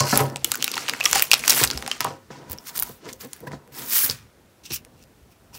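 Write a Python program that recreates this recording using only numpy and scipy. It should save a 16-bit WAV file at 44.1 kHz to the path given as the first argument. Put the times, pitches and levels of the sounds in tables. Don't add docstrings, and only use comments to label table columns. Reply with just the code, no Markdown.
import sys
import numpy as np
from scipy import signal
from scipy.fft import rfft, irfft
from scipy.io import wavfile
from scipy.ndimage import uniform_filter1d

SR = 44100
rng = np.random.default_rng(int(sys.argv[2]) if len(sys.argv) > 2 else 0)


def level_to_linear(level):
    exponent = np.asarray(level, float) / 20
    return 10 ** exponent


def digitize_waveform(pressure):
    field = np.atleast_2d(pressure).T
    bounded = np.clip(field, -1, 1)
    quanta = np.round(bounded * 32767).astype(np.int16)
    wavfile.write(sys.argv[1], SR, quanta)


N = 246078


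def evened(x):
    return x / np.sqrt(np.mean(x ** 2) + 1e-20)


def read(points, hz):
    point_hz, value = np.transpose(points)
    return np.interp(np.log(hz + 1), np.log(point_hz + 1), value)


def add(mix, s, sound):
    part = mix[max(round(s * SR), 0):][:len(sound)]
    part += sound[:len(part)]


def filtered(x, order, hz, kind):
    return signal.sosfilt(signal.butter(order, hz, kind, fs=SR, output="sos"), x)


def tipped_db(hz, dull_db, sharp_db):
    dull = 1 / (1 + (hz / 2900) ** 6)
    sharp = 1 / (1 + (9000 / (hz + 1)) ** 6)
    return np.outer(dull, dull_db) + np.outer(sharp, sharp_db)


def strokes(rows, rest_db):
    span_db, roundness = 20, 1.315
    t = np.arange(0, N / SR, .002)
    s, db, rise_s, fall_s, colour_db = np.transpose(rows)[:, :, None]
    away = np.maximum((s - t) / rise_s, (t - s) / fall_s)
    power = level_to_linear(2 * np.maximum(db - span_db * away ** roundness, -200))
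    total = power.sum(0) + level_to_linear(2 * rest_db)
    return t, 10 * np.log10(total), (power * colour_db).sum(0) / total


def grit(per_s, spread_db, t60, smooth):
    size = level_to_linear(spread_db * np.minimum(rng.exponential(1, N), 1.8))
    slips = size * (rng.random(N) < per_s / SR)
    grip = signal.lfilter([1], [1, -level_to_linear(-60 / (t60 * SR))], slips)
    return evened((evened(grip) + smooth) * rng.standard_normal(N))


# (frequency [Hz], density [dB per Hz])
HUSH_SPECTRUM = [(18, -50), (30, -7.5), (48, 0), (399, -10.5), (1300, -19), (2600, -24.5), (15200, -32),
                 (16500, -39.5)]


def hush():
    level_db = -55
    hz, t, z = signal.stft(rng.standard_normal(N), SR, nperseg=1024)
    swell = evened(uniform_filter1d(uniform_filter1d(rng.standard_normal(z.shape), 6, 0), 7, 1))
    swell_db = 3 * swell / (1 + hz[:, None] / 900)
    z = z * level_to_linear(read(HUSH_SPECTRUM, hz)[:, None] + swell_db)
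    return level_to_linear(level_db) * evened(signal.istft(z, SR, nperseg=1024)[1][:N])


# (frequency [Hz], T60 [s])
ROOM_DECAY = [(200, 0.2), (3000, 0.14), (15000, 0.032)]


def room(x):
    taps = np.zeros(SR // 2)
    at = np.arange(260, len(taps) - 20, 20)
    taps[at + rng.integers(0, 20, len(at))] = rng.choice([-1., 1.], len(at))
    hz, t, z = signal.stft(taps, SR, nperseg=256)
    z = z * level_to_linear(-60 * t / read(ROOM_DECAY, hz)[:, None])
    tail = signal.istft(z, SR, nperseg=256)[1]
    return signal.fftconvolve(x, tail / np.linalg.norm(tail))[:N]


# (time [s], peak [dB], frequency [Hz])
STAND_BUMPS = [(0.15, -42, 65), (0.501, -50, 95), (1.121, -48, 60.5), (1.39, -56, 60.5), (1.642, -41, 66),
               (1.749, -38, 64.6), (2.5, -42.5, 80), (2.821, -55, 55.4), (3.419, -61, 75.4),
               (3.529, -52, 64.8), (4.042, -47.5, 94.5), (4.103, -42.5, 98), (4.138, -45.5, 117),
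               (4.2, -51.5, 106), (4.719, -47.5, 73), (4.95, -64, 90), (5.212, -54.5, 64),
               (5.541, -62.5, 70)]


def bumps():
    out, t = np.zeros(N), np.arange(SR // 5) / SR
    for s, db, hz in STAND_BUMPS:
        swing = np.minimum(t / 0.0039, 1) * np.sin(2 * np.pi * hz * t)
        add(out, s, level_to_linear(db + 11.5 - 60 * t * hz / 14.0) * swing)
    return out


def ring(force, modes):
    t = np.arange(SR // 2) / SR
    body = np.zeros(len(t))
    for k, (hz, db, t60) in enumerate(modes):
        body += (-1) ** k * level_to_linear(db - 60 * t / t60) * np.sin(2 * np.pi * hz * t)
    return signal.oaconvolve(force, body / np.linalg.norm(body))[:N]


# (peak time [s], level [dB], rise [s], fall [s], hardness on the upper modes [dB])
DRAGS = [(.05, -29, 0.23, 0.049, 5), (.14, -23.5, 0.013, 0.13, 7.5), (.2, -28, 0.089, 0.17, 9),
         (.27, -35, .11, 0.08, -10), (.52, -45, 0.18, 0.95, -18), (.8, -48, 0.047, 0.89, 20),
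         (1.16, -47, 0.11, 0.13, 23), (1.5, -37.5, 0.059, 0.5, -11), (1.63, -40, 0.094, 0.32, -1),
         (1.85, -42.5, 1, 0.097, 2), (2.079, -40, 0.065, 0.13, 9.5), (2.33, -43.5, 0.037, 0.52, 3),
         (2.52, -40.5, 0.098, 0.059, 0), (2.8, -44.5, 0.16, 0.16, 6.5), (3.06, -35.5, 0.062, 0.082, -2),
         (3.25, -38, 0.058, 0.035, -3), (3.44, -44, 0.046, 0.35, 2.5), (3.57, -57, 0.19, 0.21, 4),
         (3.81, -42.5, 0.12, 0.15, 6), (3.92, -49, 0.31, 0.19, -13), (4.099, -46.5, 0.11, 0.089, 2),
         (5.0, -59, 0.76, 0.3, -6), (5.57, -54, 0.12, .11, 7)]
# (time [s], peak [dB], hardness on the upper modes [dB], ring of the struck spot [Hz])
BOARD_KNOCKS = [(0.004, -36, 7, 1160), (0.127, -20, 1.5, 1344), (0.194, -25, 4, 750),
                (1.613, -13.5, -14, 1185), (2.005, -29.5, 6.5, 1010), (2.047, -21.5, 1, 1130),
                (2.067, -28, 3, 1135), (2.304, -23, -12, 975), (2.895, -27.5, -15, 1020),
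                (3.021, -64, -2.5, 1010), (3.409, -31, -30, 506), (3.469, -27, -13, 984),
                (3.51, -29.5, -8.5, 978), (3.532, -19, -15, 1010), (4.036, -29.5, -25, 1710),
                (4.093, -23, -23, 2050), (4.705, -28, -15.5, 476), (4.866, -38, -19, 600),
                (5, -42, -33.5, 697), (5.256, -44, -27.5, 588)]
# (frequency [Hz], level [dB], T60 [s])
LOW_BOARD_MODES = [(97.9, -1.5, 0.33), (137.4, 5.5, 0.14), (240, 7, 0.11), (269.4, 6, 0.075),
                   (460, 8, 0.022), (537, -8.5, 0.27)]
UPPER_BOARD_MODES = [(620, 1.4, 0.07), (705, 1.8, 0.086), (790, 4.4, 0.097), (967, 11.4, 0.057),
                     (1100, 2.3, 0.049), (1276, 4.6, 0.056), (1501, 5.4, 0.031), (1754, 6.15, 0.023),
                     (2013, 3.6, 0.013)]


def table():
    s, level_db, hard_db = strokes(DRAGS, rest_db=-77.0)
    t = np.arange(N) / SR
    low = level_to_linear(np.interp(t, s, level_db) + 1.5) * grit(per_s=28, spread_db=3.0, t60=0.09, smooth=1.1)
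    low = 1.08 * filtered(low, 1, 260, "high")
    upper = level_to_linear(np.interp(t, s, level_db + hard_db) - 8.0)
    upper *= grit(per_s=85, spread_db=6.5, t60=0.014, smooth=2.7)

    spots, spot_db, spot_t60 = np.zeros(N), -1, .08
    blows = rng.standard_normal((len(BOARD_KNOCKS), 2, 900)) * level_to_linear(-60 * np.arange(900) / SR / 0.035)
    blows[:, :, 0] = 9
    t = t[:6000]
    for (s, db, hard_db, hz), (a, b) in zip(BOARD_KNOCKS, blows):
        add(low, s, level_to_linear(db + 17.5) * a / np.linalg.norm(a))
        add(upper, s, level_to_linear(db + hard_db + 24.5) * b / np.linalg.norm(b))
        add(spots, s, level_to_linear(db + hard_db + spot_db - 60 * t / spot_t60) * np.sin(2 * np.pi * hz * t))

    soft = filtered(low, 2, [95, 900], "band")
    dead = filtered(soft, 2, [170, 450], "band")
    upper = uniform_filter1d(upper, 5)
    return ring(soft, LOW_BOARD_MODES) + 3.4 * dead + ring(upper, UPPER_BOARD_MODES) + spots


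LANDING_TIMES = [
    0.0034,
    .127,
    .203,
]
# (frequency [Hz], T60 [s], level at first, second, third spot [dB])
LONG_BOARD_MODES = [(101.7, 0.46, -25.5, -36, -26.5), (135.6, 0.48, -20.5, -27.5, -20.5),
                    (225, .12, -29, -13.5, -27), (280, 0.15, -33.5, -23, -27),
                    (430, 0.14, -41, -23.5, -15.5), (465, 0.15, -40, -31, -42.5),
                    (567, 0.48, -33, -25.5, -31), (600, 0.24, -26.5, -31, -31),
                    (732, 0.077, -40.5, -14, -32), (783, 0.13, -62.5, -25.5, -26),
                    (1010, 0.2, -25.5, -34, -33.5), (1080, 0.14, -16.5, -54.5, -31),
                    (1450, 0.066, -28.5, -22, -29), (1710, 0.079, -32, -20, -28.5)]


def landings():
    out, t = np.zeros(N), np.arange(SR // 2) / SR
    onset = 1 - np.exp(-t / 0.0025)
    for k, s in enumerate(LANDING_TIMES):
        for j, (hz, t60, *spot_db) in enumerate(LONG_BOARD_MODES):
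            tone = onset * np.sin(2 * np.pi * hz * t)
            add(out, s, (-1) ** j * level_to_linear(spot_db[k] - 60 * t / t60) * tone)
    return out


def gripped(rows, dull_db, dull_per_db, rest_db):
    t, level_db, sharp_db = strokes(rows, rest_db)
    dull = dull_db + dull_per_db * (np.maximum(level_db, -70) + 45)
    return np.transpose([t, level_db, dull, sharp_db])


def hiss(rows, surface, change_s, force, trim_db, patchy_db):
    hz, t, z = signal.stft(force, SR, nperseg=256, noverlap=192)
    s, level_db, dull_db, sharp_db = np.transpose(rows)
    patches = evened(uniform_filter1d(uniform_filter1d(rng.standard_normal(z.shape), 9, 0), 9, 1))
    field_db = tipped_db(hz, np.interp(t, s, dull_db), np.interp(t, s, sharp_db)) + patchy_db * patches
    f, *faces_db = np.transpose(surface)
    before_db, after_db = [np.interp(np.log(hz + 1), np.log(f), db)[:, None] for db in faces_db]
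    field_db += np.where(t < change_s, before_db, after_db)
    out = signal.istft(z * level_to_linear(field_db), SR, nperseg=256, noverlap=192)[1][:N]
    return out * level_to_linear(np.interp(np.arange(N) / SR, s, level_db, -120, -120) + trim_db)


# (peak time [s], level [dB], rise [s], fall [s], sharp part [dB])
CARD_STROKES = [(2.31, -48, .012, 0.17, -14), (2.45, -62, 0.62, 0.25, -5), (2.52, -41.5, 0.04, 0.041, -1),
                (2.6, -60.5, 0.15, 0.37, 8), (2.685, -35, 0.035, 0.03, 4.5), (2.765, -38, 0.037, 0.088, 7),
                (2.85, -47, 0.21, 0.16, 10), (3.06, -46.5, 0.057, 0.034, -17),
                (3.095, -40.5, 0.036, 0.039, -4), (3.13, -56.5, .012, 0.076, 7),
                (3.212, -43.5, 0.019, 0.066, 11), (3.248, -45.5, .03, 0.021, -4),
                (3.36, -53.5, 0.17, 0.13, 4), (3.474, -46, 0.01, 0.021, 3),
                (3.53, -46.5, 0.035, 0.056, -10.5), (3.724, -51.5, 0.0076, .1, 6.5),
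                (3.76, -42, 0.029, 0.037, 6.5), (3.79, -37, 0.031, 0.028, 9), (3.83, -40, 0.0753, 0.1, 8.5),
                (3.925, -31, 0.038, 0.11, 9), (3.968, -23, 0.089, 0.096, 14), (4.035, -29, .07, 0.11, 16.5),
                (4.105, -34, 0.055, 0.063, -2.5), (4.16, -52, .05, 0.14, -6.5),
                (4.638, -50.5, 0.0047, 0.066, -9.5), (4.66, -40.5, 0.015, 0.03, -12),
                (4.697, -56, .005, 0.033, -9.5), (4.707, -34, 0.0062, 0.055, -21),
                (4.74, -30.5, 0.037, 0.04, -0.5), (4.766, -40, 0.027, 0.01, 2),
                (5.03, -61.5, 0.1, 0.021, -8), (5.32, -62, 0.021, 0.022, -1.5),
                (5.546, -47.5, 0.016, 0.19, -3)]
# (frequency [Hz], fanning the cards [dB], squaring the stack [dB])
CARD_COLOUR = [(498, -18.5, -27), (1100, 1, -7.5), (1750, 1.5, -8), (2700, 0, -0.5), (3700, 0.5, 0),
               (5400, 2.5, -0.5), (11340, -6, 1.5), (14920, -2.5, 6)]
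STACK_BANDS_HZ = [2650, 5500]


def card_slides():
    squared_s, ring_db = 4.5, 4
    grip = gripped(CARD_STROKES, dull_db=1.1, dull_per_db=-0.23, rest_db=-78.5)
    force = grit(per_s=320, spread_db=9.5, t60=0.0044, smooth=3.0)
    cards = hiss(grip, CARD_COLOUR, squared_s, force, trim_db=3.5, patchy_db=1.5)
    rings = sum(signal.lfilter(*signal.iirpeak(hz, 7, fs=SR), cards) for hz in STACK_BANDS_HZ)
    return cards + level_to_linear(ring_db) * rings * (np.arange(N) > squared_s * SR)


# (peak time [s], level [dB], rise [s], fall [s], sharp part [dB])
FOIL_SQUEEZES = [(0, -24.5, .05, 0.057, -13), (.13, -27.5, 0.14, 0.14, -2), (.21, -38, 0.1, 0.042, 18),
                 (.365, -66, .011, .08, -11.5), (.456, -46, 0.009, 0.19, 14), (.655, -42, 0.31, 0.38, -6),
                 (.8, -37, 0.25, 0.25, -11.5), (.91, -42, .11, 0.37, -9), (1.048, -32, 0.022, 0.3, -3.5),
                 (1.152, -24, .022, 0.04, -9), (1.176, -22.5, .06, 0.038, -6.5),
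                 (1.235, -36, .07, 0.063, 7.5), (1.35, -35, 0.045, 0.16, -6),
                 (1.52, -25.5, .11, 0.025, -1.5), (1.6, -25.5, .15, 0.092, 4),
                 (1.645, -29, 0.17, 0.0079, 0.5), (1.74, -41.5, .25, 0.23, -7),
                 (1.93, -39, 0.11, 0.11, -14), (2.025, -35.5, 0.027, 0.12, -13)]
# (frequency [Hz], sliding on the wood [dB], crinkling [dB])
FOIL_COLOUR = [(251, -9.5, -6.5), (780, 0, -2), (2780, -2, -0.5), (3930, -10, -4.5), (4100, 3.5, -1.5),
               (14990, -6.5, -4)]
GRAIN_EDGES_HZ = [200, 1800, 4200, 8500, 19000]


def foil_rustle():
    slide_ends_s = .155
    grains = grit(per_s=600, spread_db=5, t60=.006, smooth=.6)
    sizes = np.zeros(N)
    for k, band in enumerate(zip(GRAIN_EDGES_HZ, GRAIN_EDGES_HZ[1:])):
        sizes += filtered(np.roll(grains, k * N // 5), 1, band, "band")
    grip = gripped(FOIL_SQUEEZES, dull_db=0.5, dull_per_db=-0.059, rest_db=-87.5)
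    return hiss(grip, FOIL_COLOUR, slide_ends_s, evened(sizes), trim_db=7.0, patchy_db=2.0)


# (time [s], peak [dB], frequency [Hz], T60 [s])
PANEL_POPS = [(0.444, -21, 3050, 0.016), (0.5187, -18, 1270, 0.013), (0.543, -13.5, 1480, 0.012),
              (0.7391, -17, 1100, 0.009), (0.7678, -15.5, 917, 0.011), (0.8827, -25.5, 1710, 0.028),
              (1.0106, -0.5, 2590, 0.0081), (1.0108, -24.5, 2300, .008), (1.059, -2.5, 1950, 0.0074),
              (1.061, -14.5, 1170, 0.016), (1.2213, -13, 2537, 0.013), (1.3321, 0.5, 5510, 0.011),
              (1.4378, -22.5, 2213, 0.0072), (1.7017, -11.5, 4400, 0.01), (1.727, -36, 1436, 0.046),
              (1.879, -24, 775, 0.021), (1.9138, -6, 2773, 0.0065), (2.749, -39.5, 1370, 0.038),
              (3.135, -44, 517, .05), (4.707, -34, 338, .04), (.4245, -32.5, 710, .012),
              (1.004, -21, 703, 0.012), (3.47, -27, 1650, .02), (3.478, -34, 1910, .02),
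              (4.034, -28, 1643, .04), (3.96, -29.5, 1900, .05), (1.157, -17.5, 797, .04),
              (0.446, -27, 330, 0.021), (.36, -20.5, 800, 0.013), (3.472, -37, 984, 0.05),
              (3.474, -39, 514, 0.074)]


def pops():
    rise_s = 0.0037
    out, t = np.zeros(N), np.arange(SR // 10) / SR
    for s, db, hz, t60 in PANEL_POPS:
        note = (1 - np.exp(-t / rise_s)) * np.sin(2 * np.pi * hz * t)
        add(out, s, level_to_linear(db + 10.0 - 60 * t / t60) * note)
    return out


def snap(db, hz, dull_db, sharp_db, noise, chance):
    bass_lag_s, thin_hz = 0.0018, 900
    t, f = np.arange(len(noise)) / SR, np.fft.rfftfreq(len(noise), 1 / SR)
    t60 = 0.0052 * level_to_linear(0.17 * db + 3.5)
    crack = noise * level_to_linear(-60 * t / t60) * np.minimum(t / 0.000067, 1)

    colour = level_to_linear(tipped_db(f, dull_db + .5, sharp_db + .5)[:, 0])
    colour *= (f + 30) ** 2 / (f ** 2 + thin_hz ** 2)
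    colour *= 1 + 6 / (1 + ((f - hz) / (110 + .04 * hz)) ** 2) / (1 + hz / 2500)
    for u in chance:
        colour *= 1 + 1.2 / (1 + ((f - 16000 * u) / 400) ** 2)
    log_gain = np.log(np.concatenate([colour, colour[-2:0:-1]]))
    causal = np.exp(np.conj(signal.hilbert(log_gain)))[:len(f)]

    spectrum = rfft(crack)
    spectrum /= np.sqrt(uniform_filter1d(abs(spectrum) ** 2, 30))
    lag = np.exp(-2j * np.pi * bass_lag_s * 1000 * np.log(1 + f / 300))
    crack = irfft(spectrum * causal * lag)
    crack += 0.13 * np.roll(crack, round(0.0037 * SR))
    return level_to_linear(db + 3.0) * crack[:len(crack) // 2] / abs(crack).max()


# (time [s], peak [dB], ringing patch [Hz], dull part [dB])
PRY_CREASES = [(.0047, -6.5, 5920, 4.5), (.1568, -10.5, 2120, -11), (.1742, 3.5, 10100, -2),
               (.2047, -15, 1900, -3), (.2993, -29.5, 5490, 6), (.2559, -31.5, 2840, 8),
               (.3595, -15, 2600, -1), (.445, -1, 8300, -9), (.4478, -22, 7350, 13),
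               (.5173, -3.5, 7300, 1.5), (.5446, -18, 2380, -7), (.5547, -13.5, 12100, 12),
               (.6249, -10, 3060, -5), (.6428, -3.5, 9600, -7), (.6786, -12.5, 2640, 1),
               (.7157, -17, 4860, -8), (.7386, -16, 2650, 1.5), (.755, -18.5, 5200, -18),
               (.7682, -18, 2780, 13), (.778, -12, 4230, -1), (.8815, -17.5, 2620, -4),
               (.8865, -13, 5670, 10), (.8951, -9.5, 4750, 4), (.9354, -16, 6700, 10),
               (.9475, -27, 1700, 20), (1.0005, -23, 1560, 0), (1.0061, -12.5, 4420, 11),
               (1.0106, -25.5, 2640, -4), (1.0392, -17, 4900, -9), (1.0437, -17.5, 2600, -1)]
PULL_CREASES = [(1.0547, -3.5, 5500, -6.5), (1.0584, -4.5, 3240, -2), (1.1123, -9.5, 6740, -9),
                (1.1296, -1, 6000, 2), (1.1951, -7, 4700, 3.5), (1.2225, 5, 13900, -0.5),
                (1.3144, 2.5, 2540, -5), (1.333, -1, 3200, -2), (1.339, -2.5, 2530, -6.5),
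                (1.393, -20.5, 9500, -3.5), (1.4378, -16, 2450, 16.5), (1.4788, 1, 5860, -3),
                (1.495, -4, 8700, -5), (1.497, -0.5, 6500, -9.5), (1.5058, -2, 6000, -6.5),
                (1.569, -18.5, 7000, 9.5), (1.631, -10.5, 2350, 2.5), (1.637, -0.5, 8000, -4.5),
                (1.6483, -7, 8100, -4), (1.6745, -13, 3930, -12), (1.702, -13.5, 4220, 4),
                (1.711, -12.5, 5100, 1.5), (1.7748, -15.5, 5060, -0.5), (1.824, -21.5, 3810, 15),
                (1.863, -20.5, 3780, 11), (1.877, -16, 5270, 5), (1.9141, -8, 3120, 3),
                (2.0053, -9.5, 5400, 0.5), (2.0116, -16, 5030, -3.5), (2.045, -16, 7930, -4)]
EDGE_CLICKS = [(2.498, -24.5, 14900, -4), (2.511, -25, 13700, -8), (2.5175, -17, 13780, -13),
               (2.53, -19, 15200, -12), (2.5849, -26.5, 5200, 1), (2.756, -21, 12000, -5),
               (2.76, -19.5, 11670, -20), (2.7736, -16, 8400, -5), (2.778, -8.5, 14880, -7),
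               (2.791, -15.5, 9250, -13), (2.7974, -9.5, 14800, -14), (2.8018, -12, 14940, -1),
               (2.8234, -6, 13800, 6), (2.8322, -9, 16800, -19), (3.1286, -26, 6550, -11),
               (3.1322, -23.5, 6600, -26), (3.332, -20.5, 7060, -6), (3.405, -33, 14800, 12),
               (3.474, -38, 2900, 26), (4.098, -8.5, 4850, -9), (4.11, -16.5, 4720, -14.5),
               (4.8489, -35, 8730, 1.5), (5.038, -39, 4800, -6.5)]
SMALL_CREASES = [(.368, -28, 5500, -14), (.511, -26.5, 5000, -9), (.539, -20, 7200, 3),
                 (.5731, -25, 12490, -8), (.6053, -29, 3100, 5), (.612, -26, 2840, 3),
                 (.7422, -17.5, 4050, -5), (1.029, -22.5, 3050, 6), (1.1256, -20, 2000, 0),
                 (1.1493, -14.5, 3120, -10), (1.1543, -10, 5050, 9), (1.158, -9.5, 7140, 6),
                 (1.1795, -16, 5967, -1), (1.2035, -15, 7000, 2), (1.308, -22.5, 5680, -18),
                 (1.4768, -14, 3330, -7), (1.5035, -2.5, 5660, -14.5), (1.519, -11, 8900, -9),
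                 (1.5235, -12.5, 2570, 7), (1.5307, -10.5, 3170, -24), (1.5474, -11, 6940, -25),
                 (1.5831, -12, 2100, -16), (1.598, -15, 1770, 5), (1.615, -22.5, 2020, -9),
                 (1.641, -7, 6130, 7), (1.7332, -26, 4310, 2), (1.797, -39, 2500, 5),
                 (1.8964, -34.5, 4000, 18.5), (2.5773, -35, 12830, 2.5), (2.8919, -30, 13000, -3.5),
                 (3.0887, -29, 4870, 0), (3.0934, -34, 4610, -4), (3.2095, -31, 4970, -10),
                 (3.248, -28, 14400, -2), (3.2722, -39, 13910, 4.5), (3.363, -36, 13800, 0),
                 (3.5172, -31, 2040, 11.5), (3.676, -43, 9000, 11.5), (5.0265, -43, 7160, -8.5)]
MORE_CREASES = [(.806, -30.5, 6000, -8), (.8215, -30, 2900, 12), (1.3235, -14, 2700, -13),
                (1.348, -16.5, 2600, -10), (1.452, -21.5, 2300, 3), (1.679, -22.5, 14000, -10),
                (2.764, -20.5, 13000, -3.5), (2.8255, -16, 14100, -13), (2.8303, -18.5, 13600, 1),
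                (4.7355, -24, 5500, -6), (4.751, -33, 9000, -10), (.666, -24.5, 11000, -12)]


def foil_snaps(rows):
    out = np.zeros(N)
    draws, chance = rng.standard_normal((len(rows), 2048)), rng.random((len(rows), 4))
    for (s, db, hz, dull_db), noise, spots in zip(rows, draws, chance):
        sharp_db = -19 + 2.14 * hz / 1000 + 0.046 * db - 0.096 * dull_db
        add(out, s, snap(db, hz, dull_db, sharp_db, noise, spots))
    return out


def scene():
    room_db = -18.5
    near = table() + landings() + bumps()
    near += card_slides() + foil_rustle() + pops()
    near += foil_snaps(PRY_CREASES + PULL_CREASES + EDGE_CLICKS) + foil_snaps(SMALL_CREASES)
    bare = foil_snaps(MORE_CREASES)
    return (near + bare + level_to_linear(room_db) * room(near) + hush())[None]


def roll_off(x):
    return signal.sosfilt(signal.butter(12, 17040, fs=SR, output="sos"), x)


def record(dry):
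    dry = filtered(dry, 2, 55, "high")
    dry = signal.sosfilt(signal.ellip(9, .3, 44, 15750, fs=SR, output="sos"), dry)
    mix = np.clip(dry, -1, 1)
    return roll_off(mix)


dry = scene()
out = record(dry)
digitize_waveform(out)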